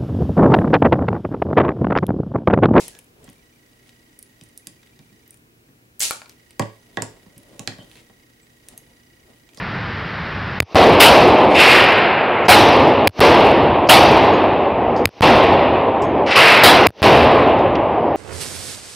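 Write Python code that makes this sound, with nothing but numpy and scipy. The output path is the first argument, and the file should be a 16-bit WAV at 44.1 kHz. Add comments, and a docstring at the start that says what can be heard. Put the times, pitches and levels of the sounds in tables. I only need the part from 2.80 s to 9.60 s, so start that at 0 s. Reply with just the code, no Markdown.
"""Trimming a plastic tie

Scissors trim a plastic zip tie on a small frame over a work bench in a little room.
Struck blades, plastic and bench are sums of decaying modes with noise bursts at the contact.
Shearing and handling are noise shaped in spectrum and force; squeaks are narrow resonant noise.
A camera's stepping focus motor rings its lens barrel faintly, over steady background noise,
partly the camera's own internal noise, and a low hum."""
import sys
import numpy as np
from scipy import signal
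from scipy.io import wavfile
from scipy.ndimage import uniform_filter1d

SR = 44100
rng = np.random.default_rng(int(sys.argv[2]) if len(sys.argv) > 2 else 0)


def put_to_file(sound):
    """Save the sound as 16-bit audio at rate SR, in the file named by the first command-line argument."""
    columns = np.atleast_2d(sound).T  # one column per channel
    safe = np.clip(columns, -1, 1)
    whole_steps = np.round(safe * 32767)
    wavfile.write(sys.argv[1], SR, whole_steps.astype(np.int16))


N = 299880
TIME = np.arange(N) / SR   # [s]
BLOW = TIME[:SR // 3]   # time axis of a single contact [s]

# Edge along edge: strokes of the shears (time of full force [s], level [dB])
SHEAR_STROKES = [(-0.02, -32.5), (3.226, -20), (6.779, -58)]
# Shearing friction: (frequency [Hz], relative level per hertz [dB])
SHEAR_SPECTRUM = [(200, -17), (420, -12), (700, -11), (1300, -11.5), (2000, -13), (2700, 10.5),
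                  (4000, -5.5), (5500, 11.5), (7500, 0), (10500, 2), (13000, -18), (16000, -24)]
# Handles meeting their stop: (time [s], hollow clack level [dB], steel snap level [dB])
HANDLE_CLOSINGS = [(3.3091, -19, -21), (3.418, -36.5, -66), (3.459, -45, -72)]
# Modes of the hollow handles: (frequency [Hz], level [dB], t60 [s])
HANDLE_MODES = [(600, -6, 0.021), (900, -6.5, 0.033), (1097, -4, 0.02), (1400, 1.5, 0.013),
                (1760, -4, 0.009), (2320, 0, 0.016), (4440, 4.5, 0.0054)]
# Modes of the steel blades: (frequency [Hz], level [dB], t60 [s])
BLADE_MODES = [(5800, -7, 0.16), (6700, -1, 0.46), (8210, 16, 0.083), (8830, -15, .3), (9140, -8, 0.12),
               (10700, -6, 0.146)]
# Light touches of blades and ties:
# (time [s], pitch [Hz], snap level [dB], body level before TICK_BODY_TRIM_DB [dB], left-right [dB])
TICK_EVENTS = [(0.081, 9900, -31, -33.5, 2), (0.151, 3120, -47, -43, 0), (0.1891, 10300, -41, -38, 2),
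               (0.443, 8350, -47, -59, -5), (0.49, 6200, -51, -40, 2), (0.499, 9300, -48.5, -59, 6),
               (1.093, 3170, -48.5, -52, 0), (1.3901, 10200, -38.5, -72, -4),
               (1.4271, 9900, -38.5, -70, -3.5), (1.637, 9010, -46, -66, -3), (1.776, 9700, -34.5, -70, -3),
               (1.8705, 9300, -32.5, -52, -3), (2.031, 3080, -56, -44, 2), (2.478, 12900, -48, -62, 2),
               (2.5074, 9400, -40.5, -75, 1), (2.5427, 8790, -49, -48, 6), (3.1953, 12300, -28, -49, 2),
               (3.495, 5660, -42.5, -44, 3), (3.707, 9000, -48, -40.5, -2), (4.5794, 10700, -42, -47, 2),
               (5.1143, 3330, -46.5, -58, -6), (5.155, 4190, -62, -38.5, -4), (5.8859, 9070, -36, -39, 2.5),
               (5.977, 11440, -34, -40.5, 1), (6.69, 3010, -56, -41.5, -7), (6.7468, 6200, -49, -48, 6)]
# Scissors and frame meeting the bench, levels before the KNOCK trims; left-right is for clack and crack:
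# (time [s], thud [dB], knock [dB], clack [dB], crack [dB], crack pitch [Hz], left-right [dB])
KNOCK_EVENTS = [(0.478, -41, -49.5, -47.5, -61, 2360, 1), (1.612, -44, -59, -65, -43.5, 3300, 2),
                (1.8705, -44, -52.5, -47.5, -37, 3700, -6), (2.191, -45.5, -56.5, -55, -49, 3150, -2),
                (2.32, -49.5, -77, -68, -71, 3300, 1), (2.886, -49.5, -60, -59, -69, 2510, 5),
                (3.7953, -18.5, -15.5, -22, -23.5, 4900, 2.5), (3.822, -38, -31.5, -31.5, -36, 2760, -6),
                (4.1713, -30, -21.5, -19.5, -29.5, 3050, -8), (4.2214, -29, -27, -39, -21, 7100, -7),
                (4.462, -44.5, -52, -70, -70, 3750, 2), (4.565, -43.5, -71, -67, -59, 2520, -4),
                (4.794, -34, -38.5, -51, -29.5, 7400, -6.5), (4.821, -44.5, -47, -60, -64, 4000, -3),
                (4.875, -32, -31.5, -26.5, -19.5, 3020, -8), (4.919, -43, -44, -38.5, -54, 3200, -2),
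                (4.985, -39, -44.5, -48, -50, 4030, 2), (5.297, -55, -52, -54, -62, 3000, 0),
                (6.774, -46.5, -42, -46.5, -41.5, 4760, -8)]
# Modes of the bench top: (frequency [Hz], level [dB], t60 [s])
BENCH_MODES = [(97, -15, 0.13), (110, 1.5, 0.25), (151.7, 1, 0.12), (194, -2.5, 0.16), (262, -4, 0.15),
               (330, -29, .09), (433, 1, 0.16), (467.7, 3.5, 0.089), (573.8, 4, 0.12), (661, -9, 0.099),
               (737, -10, 0.016), (865, -1, .09), (1010, -9, 0.057), (1120, 11, 0.07)]
# Modes of plastic handles and frame: (frequency [Hz], level [dB], t60 [s])
PLASTIC_MODES = [(1130, 8.5, 0.008), (1680, 12, 0.019), (1890, 5.5, 0.04), (2025, 8.5, 0.028),
                 (2200, -17, 0.047), (3230, 14, 0.004), (3190, 7, 0.022)]
# Brief squeaks, and near 10 kHz a faint thin high tone:
# (start [s], length [s], pitch [Hz], nominal width [Hz], level [dB])
SQUEAK_EVENTS = [(0.107, 0.1, 1680, 120, -61.5), (4.467, 0.65, 566, 60, -57),
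                 (4.985, 0.051, 3140, 200, -51), (5.156, 0.056, 2200, 1400, -55),
                 (5.61, 0.04, 7800, 500, -63), (5.972, 0.025, 6420, 200, -53.5),
                 (6.0, .24, 10450, 300, -74), (6.773, 0.025, 4960, 700, -45)]
# Fingers shifting on the frame: (time of firmest grip [s], length [s], dull rub [dB], dry rustle [dB])
GRIP_EVENTS = [(0.0, 0.31, -47, -52), (0.438, 0.12, -55.5, -57), (1.077, 0.076, -65, -61),
               (3.506, 0.054, -62, -50), (4.27, 0.34, -53, -60.5), (4.76, 0.22, -50.5, -61),
               (5.024, 0.15, -52.5, -57), (5.173, 0.11, -58, -56), (5.924, 0.13, -53.5, -61),
               (6.113, 0.11, -60, -79), (6.5, 0.11, -54, -71), (6.79, 0.11, -53, -72)]
# Dull rubbing: (frequency [Hz], relative level per hertz [dB])
RUB_SPECTRUM = [(60, -3), (150, -2.5), (350, 0), (600, -5), (1000, -14), (2500, -33.5), (16000, -63)]
# Dry rustle, also the hiss of the gears: (frequency [Hz], relative level per hertz [dB])
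RUSTLE_SPECTRUM = [(300, 1), (1200, -6), (3200, 0.5), (5500, -7), (9500, -5.5), (13000, -22), (16000, -21)]
# Focus motor runs: (start [s], end [s], level before variation by move [dB], share of quick moves [0-1])
FOCUS_RUNS = [(0.448, .75, -61, .4), (.75, 1.8, -61, 0.01), (1.8, 2.56, -61.5, .45),
              (3.558, 6.8, -60.5, 0.01)]
# Resonances of the lens barrel: (frequency [Hz], width [Hz], level [dB])
BARREL_RESONANCES = [(1940, 117, -3), (2135, 81, -6), (2954, 110, -9.5), (3750, 160, -13), (4830, 160, -9),
                     (5960, 140, -10)]
# Reverberation time of the room: (frequency [Hz], t60 [s])
ROOM_DECAY = [(100, 0.23), (500, 0.29), (2000, 0.29), (5000, 0.33), (10000, 0.22), (16000, .24)]
# Spectrum of the reverberation: (frequency [Hz], relative level [dB])
ROOM_SPECTRUM = [(60, -16), (300, 2.5), (1500, 4), (5000, -1), (10000, -1), (16000, -17)]
# Stereo likeness of reverberation and friction: (frequency [Hz], left-right correlation [-1 to 1])
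ROOM_CORRELATION = [(100, 0.98), (300, 0.81), (700, 0.39), (1500, 0.12), (4000, 0.13), (9000, 0.42),
                    (15000, 1)]
# Steady background noise, partly the camera's own: (frequency [Hz], relative level per hertz [dB])
FLOOR_SPECTRUM = [(20, -20), (40, -11.5), (80, -10.5), (115, -10), (170, -9.5), (230, -15), (320, -7.5),
                  (470, -17), (700, -20.5), (1400, -23.5), (2100, -18.5), (3000, -27), (5000, -29),
                  (15500, -34)]
# Stereo likeness of the background noise: (frequency [Hz], left-right correlation [-1 to 1])
FLOOR_CORRELATION = [(30, 1), (100, 0.93), (220, 0.8), (400, .6), (700, -0.28), (1300, -0.68),
                     (2400, -0.65), (4400, -0.11), (8000, 0.21), (13000, 1)]
# Tones of mains and electronics: (frequency [Hz], rms level [dB])
HUM_TONES = [(119.5, -66.5), (240, -68), (15734, -79.5)]

# the row of snaps in which the tie gives way
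SNIP_S, SNAP_EVERY_S, SNAP_HZ = 3.2049, 0.0087, 7700
SNAP_DB, SNAP_BODY_DB, SNAP_PAN_DB = -18.5, -22.5, -3.5   # body before its trim; mean pan
STROKE_ATTACK_S, STROKE_HOLD_S = 0.028, 0.013
STROKE_FADE_DB_PER_S, STROKE_LENGTH_S = 185, 0.24
TICK_TOP_HZ, TICK_LOW_SHARE = 14400, 0.46   # snap's upper edge; its lower edge as a share of pitch
TICK_EDGE_HZ, TICK_EDGE_DB = 12600, -10.5   # thin ping of the cutting edge, against the snap
TICK_BODY_TRIM_DB = -9.0
TICK_ROOM_SHARE = 0.89   # ticks are near the microphone and wake the room less
# share of ticks with a faint second touch, its mean delay and its level (body before its trim)
RETOUCH_SHARE, RETOUCH_S, RETOUCH_DB = 0.27, 0.044, -54.5
CRACK_LOW_HZ, CRACK_TOP_HZ = 2360, 10300
CLACK_LAG_S, BENCH_LAG_S = 0.00098, 0.000926   # plastic and bench answer just after the crack
KNOCK_CLACK_TRIM_DB, KNOCK_BENCH_TRIM_DB = -2.5, -1.5
GRIP_ATTACK_SHARE, GRIP_EDGE_DB = 0.46, 11   # share spent swelling; how far down at both ends
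FOCUS_RAMP_S, GEAR_HISS_DB = 0.06, -5   # time to start and stop; gears against the run level
QUICK_SPEED, WHINE_DB = 1.23, -4.5   # quick against slow; level setting of the whine, doubled on use
FLOOR_DB = -56.5
CUTOFF_HZ = 16000


def snip(count):
    """Fracture: the tie gives way between the edges in a quick, evenly spaced row of snaps."""
    out, blades = np.zeros((2, N)), mode_waves(BLADE_MODES)
    for k in range(count):
        pan_db = SNAP_PAN_DB + 3 * rng.standard_normal()
        add(out, SNIP_S + k * SNAP_EVERY_S, tick(blades, SNAP_HZ, SNAP_DB, SNAP_BODY_DB), pan_db)
    return out


def shear(bands):
    """Sliding friction: edges grind in an uneven run of slips; each stroke bites, holds and runs out."""
    force = 0
    for s, db in SHEAR_STROKES:
        age = TIME - s
        bite = np.clip(1 + age / STROKE_ATTACK_S, 0, 1) * (age < STROKE_LENGTH_S)
        fade_db = STROKE_FADE_DB_PER_S * np.maximum(age - STROKE_HOLD_S, 0)
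        force = force + bite * from_db(db - fade_db)
    slips = rms_one(from_db(2.8 * drift(rate=900)))
    return force * slips * coloured(bands, SHEAR_SPECTRUM)


def closings():
    """Modal impact: the blades snap past each other as the hollow handles clack together."""
    out, handles = np.zeros((2, N)), mode_waves(HANDLE_MODES)
    for s, clack_db, snap_db in HANDLE_CLOSINGS:
        contact = band(crunch(t60=0.0038), 440, 3800)
        clack = loudest_one(ring(handles) + from_db(10) * contact, size=128)
        steel = snap(11200, t60=0.0048, width_hz=710, broad_db=-3, low_hz=2330, top_hz=13000)
        add(out, s, from_db(clack_db) * clack + from_db(snap_db) * steel, pan_db=4.0)
    return out


def ticks():
    """Light impact: blades and ties touch; some touch again, faintly, a moment later."""
    out, blades = np.zeros((2, N)), mode_waves(BLADE_MODES)
    for s, hz, snap_db, body_db, pan_db in TICK_EVENTS:
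        add(out, s, tick(blades, hz, snap_db, body_db), pan_db)
        chance, wait = rng.random(2)
        again = tick(blades, hz, RETOUCH_DB, RETOUCH_DB)
        again_s = min(s + RETOUCH_S * (0.5 + wait), TIME[-1])
        add(out, again_s, (chance < RETOUCH_SHARE) * again, pan_db)
    return out


def tick(blades, hz, snap_db, body_db):
    """Two parts summed: a bright snap that rings on faintly, and a hollow plastic body."""
    pitch = np.sin(2 * np.pi * hz * BLOW) * from_db(-60 * BLOW / 0.098)
    steel = from_db(-33) * ring(blades) + from_db(-28.0) * pitch
    low_hz = TICK_LOW_SHARE * hz
    bright = snap(hz, t60=0.014, width_hz=1160, broad_db=-15, low_hz=low_hz, top_hz=TICK_TOP_HZ)
    edge = loudest_one(resonate(crunch(t60=0.005), TICK_EDGE_HZ, 1800), size=128)
    bright = bright + steel + from_db(TICK_EDGE_DB) * edge
    burst = crunch(t60=0.022)
    body = band(burst, 1450, 3570) + from_db(-3.5) * band(burst, 250, 2060)
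    body = loudest_one(body, size=128)
    return from_db(snap_db) * bright + from_db(body_db + TICK_BODY_TRIM_DB) * body


def knocks():
    """Plate impact: a hard crack, then almost at once the bench top's boom and a clack of plastic."""
    out, deep = np.zeros((2, N)), np.array(BENCH_MODES)[:, 0] < 370
    bench, plastic = mode_waves(BENCH_MODES), mode_waves(PLASTIC_MODES)
    for s, thud_db, knock_db, clack_db, crack_db, hz, pan_db in KNOCK_EVENTS:
        thud = spread(bench[deep], side=0.25) + from_db(21.5) * crunch(t60=0.078)
        thud = loudest_one(band(thud, 115.5, 285), size=512)
        knock = spread(bench[~deep], side=0.79) + from_db(26.5) * crunch(t60=0.051)
        knock = loudest_one(band(knock, 317, 877), size=256)
        clack = ring(plastic) + from_db(8) * band(crunch(t60=0.018), 590, 1330)
        clack = loudest_one(clack, size=128)
        crack = snap(hz, t60=0.0098, width_hz=1460, broad_db=-7,
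                     low_hz=CRACK_LOW_HZ, top_hz=CRACK_TOP_HZ)
        boom = from_db(thud_db) * thud + from_db(knock_db) * knock
        add(out, s, from_db(crack_db) * crack, pan_db)
        add(out, s + BENCH_LAG_S, from_db(KNOCK_BENCH_TRIM_DB) * boom, pan_db=-2.5)
        add(out, s + CLACK_LAG_S, from_db(clack_db + KNOCK_CLACK_TRIM_DB) * clack, pan_db)
    return out


def snap(hz, t60, width_hz, broad_db, low_hz, top_hz):
    """Sudden release: a break and a short crunch in one broad resonance; a low snap is also duller."""
    burst = crunch(t60) + 3 * (BLOW == 0)
    sound = resonate(burst, hz, width_hz) + from_db(broad_db) * burst
    return loudest_one(band(sound, low_hz, min(2.6 * hz, top_hz)), size=128)


def squeaks():
    """Narrow-band resonance: each squeak or thin tone is filtered noise that swells and fades."""
    out = np.zeros(N)
    for s, length, hz, width_hz, db in SQUEAK_EVENTS:
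        once = resonate(rng.standard_normal(N), hz, 1.2 * width_hz)
        tone = rms_one(resonate(once, hz, 1.2 * width_hz))
        out += from_db(db) * tone * np.sin(np.pi * np.clip((TIME - s) / length, 0, 1))
    return out


def hands(bands):
    """Skin friction: fingers rub the frame and catch on wires and ties; each grip swells and lets go."""
    rub_gain, rustle_gain = 0, 0
    for s, length, rub_db, rustle_db in GRIP_EVENTS:
        part = (TIME - s) / length
        distance = np.maximum(-part / GRIP_ATTACK_SHARE, part / (1 - GRIP_ATTACK_SHARE))
        pressure = from_db(-GRIP_EDGE_DB * np.minimum(distance, 10))
        rub_gain = rub_gain + from_db(rub_db) * pressure
        rustle_gain = rustle_gain + from_db(rustle_db) * pressure
    rub = rub_gain * from_db(2 * drift(rate=32)) * coloured(bands, RUB_SPECTRUM)
    catches = rms_one(from_db(2 * drift(rate=45) + 4 * drift(rate=600)))
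    return rub + rustle_gain * catches * coloured(bands, RUSTLE_SPECTRUM)


def focus_motor(step_hz, run_s, rough):
    """Forced resonance: thirty times a second a stepper's short run of steps rings the lens barrel."""
    frame_hz, start_s = 29.97, 0.0205
    gain, quick_share = focus_runs()
    frame, part = np.divmod((TIME - start_s) * frame_hz + 1, 1)
    move_age = part / frame_hz   # [s]
    chance = rng.random((int(frame[-1]) + 1, 2))[frame.astype(int)]
    quick = chance[:, 0] < quick_share
    speed = np.where(quick, QUICK_SPEED, 1) * (1 + 0.015 * drift(rate=300))
    turned = np.cumsum(step_hz * speed) / SR   # steps so far
    steps = np.diff(np.floor(turned), prepend=0)
    drive = rms_one(steps) + rough * rng.standard_normal(N)
    whole = drive * np.sin(np.pi * np.minimum(move_age / run_s, 1))
    first_half = drive * np.sin(np.pi * np.minimum(move_age / (run_s / 2), 1))
    # the lowest resonance is driven through the whole run, the higher ones only as it sets off
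    tone = 0
    for k, (hz, width_hz, db) in enumerate(BARREL_RESONANCES):
        tone = tone + from_db(db) * rms_one(resonate(first_half if k else whole, hz, width_hz))
    # a quick move rings less and adds a shorter whine at twice the step rate
    whine = np.sin(2 * np.pi * 2 * turned) * np.sin(np.pi * np.minimum(move_age * QUICK_SPEED / run_s, 1))
    tone = np.where(quick, from_db(-3.5) * tone + 2 * from_db(WHINE_DB) * whine, tone)
    sides = np.array([[0.6], [1.3]])   # louder on the right
    return gain * from_db(-5 + 2 * chance[:, 1]) * tone * sides


def focus_runs():
    """Gating: the motor's gain and its share of quick moves, as it starts and stops."""
    gain, quick_share = 0, 0
    for start, end, db, share in FOCUS_RUNS:
        running = np.clip(0.5 + np.minimum(TIME - start, end - TIME) / FOCUS_RAMP_S, 0, 1)
        gain, quick_share = gain + from_db(db) * running, quick_share + share * running
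    return gain, quick_share


def focus_gears(bands):
    """Gear friction: a dry, grainy hiss while the motor runs."""
    gain, _ = focus_runs()
    grain = rms_one(from_db(4 * drift(rate=600)))
    return gain * from_db(GEAR_HISS_DB) * grain * coloured(bands, RUSTLE_SPECTRUM)


def room(x, wet_db, first_s):
    """Reverberation: convolution with noise that decays in each band at that band's own rate."""
    age = np.maximum(TIME[:SR // 2] - first_s, 0)
    tail = 0
    for hz, noise in stereo_bands(ROOM_CORRELATION, len(age)):
        level_db = at_hz(ROOM_SPECTRUM, hz) - 60 * age / at_hz(ROOM_DECAY, hz)
        tail = tail + from_db(level_db) * noise
    # a quick onset and a stronger early part
    tail = tail * (1 - np.exp(-age / 0.0013)) * (1 + 0.32 * np.exp(-age / 0.011))
    tail = rms_one(tail) / np.sqrt(len(age))
    wet = signal.fftconvolve(x.mean(0)[None], tail, axes=1)[:, :N]
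    return x + from_db(wet_db) * wet


def background():
    """Stationary noise and pure tones: background noise, partly the camera's internal noise, and hum."""
    hum = 0
    for hz, db in HUM_TONES:
        hum = hum + from_db(db) * np.sqrt(2) * np.sin(2 * np.pi * hz * TIME)
    return from_db(FLOOR_DB) * coloured(stereo_bands(FLOOR_CORRELATION, N), FLOOR_SPECTRUM) + hum


def mode_waves(modes):
    """Modal decay: each mode is a sine that dies exponentially."""
    hz, db, t60 = np.transpose(modes)[:, :, None]
    return from_db(db - 60 * BLOW / t60) * np.sin(2 * np.pi * hz * BLOW)


def ring(waves):
    """Modal superposition: a blow excites each mode with a random strength and sign."""
    strength = from_db(2 * rng.standard_normal(len(waves)))
    return (strength * rng.choice([-1, 1], len(waves))) @ waves


def spread(waves, side):
    """Plate radiation: each mode reaches left and right with different strengths."""
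    return ring(waves) + side * ring(waves) * np.array([[1], [-1]])


def crunch(t60):
    """Contact noise: a burst of tiny slips of random sign that decays exponentially."""
    return rng.choice([-1, 1], len(BLOW)) * from_db(-60 * BLOW / t60)


def resonate(x, hz, width_hz):
    """Simple resonator: a two-pole filter with gain near 1 at its peak."""
    r = np.exp(-np.pi * width_hz / SR)
    zeros = np.array([1, 0, -1]) * (1 - r * r) / 2
    return signal.lfilter(zeros, [1, -2 * r * np.cos(2 * np.pi * hz / SR), r * r], x)


def band(x, low_hz, high_hz, order=2):
    """Causal band-pass filtering."""
    edges = [low_hz, min(high_hz, 0.47 * SR)]
    return signal.sosfilt(signal.butter(order, edges, "band", fs=SR, output="sos"), x)


def stereo_bands(likeness, size):
    """Partial coherence: half-octave noise as mid plus side, yielding (centre [Hz], band)."""
    white = rng.standard_normal((2, 2, size))
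    edges = 22 * 2 ** np.arange(0, 10, 0.5)
    for k, (low, high) in enumerate(zip(edges, edges[1:])):
        mid, side = band(white[k % 2], low, high)
        hz = np.sqrt(low * high)
        alike = np.clip(at_hz(likeness, hz), -1, 1)
        yield hz, np.sqrt(1 + alike) * mid + np.sqrt(1 - alike) * side * [[1], [-1]]


def coloured(bands, spectrum):
    """Spectral shaping: weighted noise bands summed to rms 1."""
    return rms_one(sum(from_db(at_hz(spectrum, hz)) * x for hz, x in bands))


def at_hz(points, hz):
    """Interpolation on a logarithmic frequency axis."""
    f, value = np.transpose(points)
    return np.interp(np.log(hz), np.log(f), value)


def drift(rate):
    """Random modulation: `rate` random knots a second, joined by lines, with rms 1."""
    knots = rng.standard_normal(int(N / SR * rate) + 2)
    return rms_one(np.interp(TIME * rate, np.arange(len(knots)), knots))


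def from_db(db):
    """Logarithmic level to amplitude gain."""
    return 10 ** (np.asarray(db) / 20)


def rms_one(x):
    """Energy normalisation to rms 1."""
    return x / np.sqrt(np.mean(x ** 2) + 1e-20)


def loudest_one(x, size):
    """Short-time normalisation: the loudest stretch of `size` samples gets rms 1."""
    return x / np.sqrt(uniform_filter1d(x ** 2, size, mode="constant").max() + 1e-20)


def add(out, s, sound, pan_db):
    """Superposition: place a sound in time, with a level difference between left and right."""
    start = max(round(s * SR), 0)
    sides = from_db([[pan_db / 2], [-pan_db / 2]])
    out[:, start:start + len(BLOW)] += (sides / sides.mean() * sound)[:, :N - start]


def scene():
    """Superposition of the work in its room, the handling and the steady sounds."""
    friction, near = list(stereo_bands(ROOM_CORRELATION, N)), ticks()
    work = TICK_ROOM_SHARE * near + snip(count=4) + closings() + knocks() + shear(friction) + squeaks()
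    work = room(work, wet_db=-8.5, first_s=0.001) + (1 - TICK_ROOM_SHARE) * near
    camera = focus_motor(step_hz=962, run_s=0.028, rough=0.97) + focus_gears(friction)
    return work + hands(friction) + background() + camera


def record(dry):
    """Band limiting: a steep elliptic low-pass cuts the top."""
    return signal.sosfilt(signal.ellip(10, 0.2, 70, CUTOFF_HZ, fs=SR, output="sos"), dry)


dry = scene()
out = record(dry)
put_to_file(out)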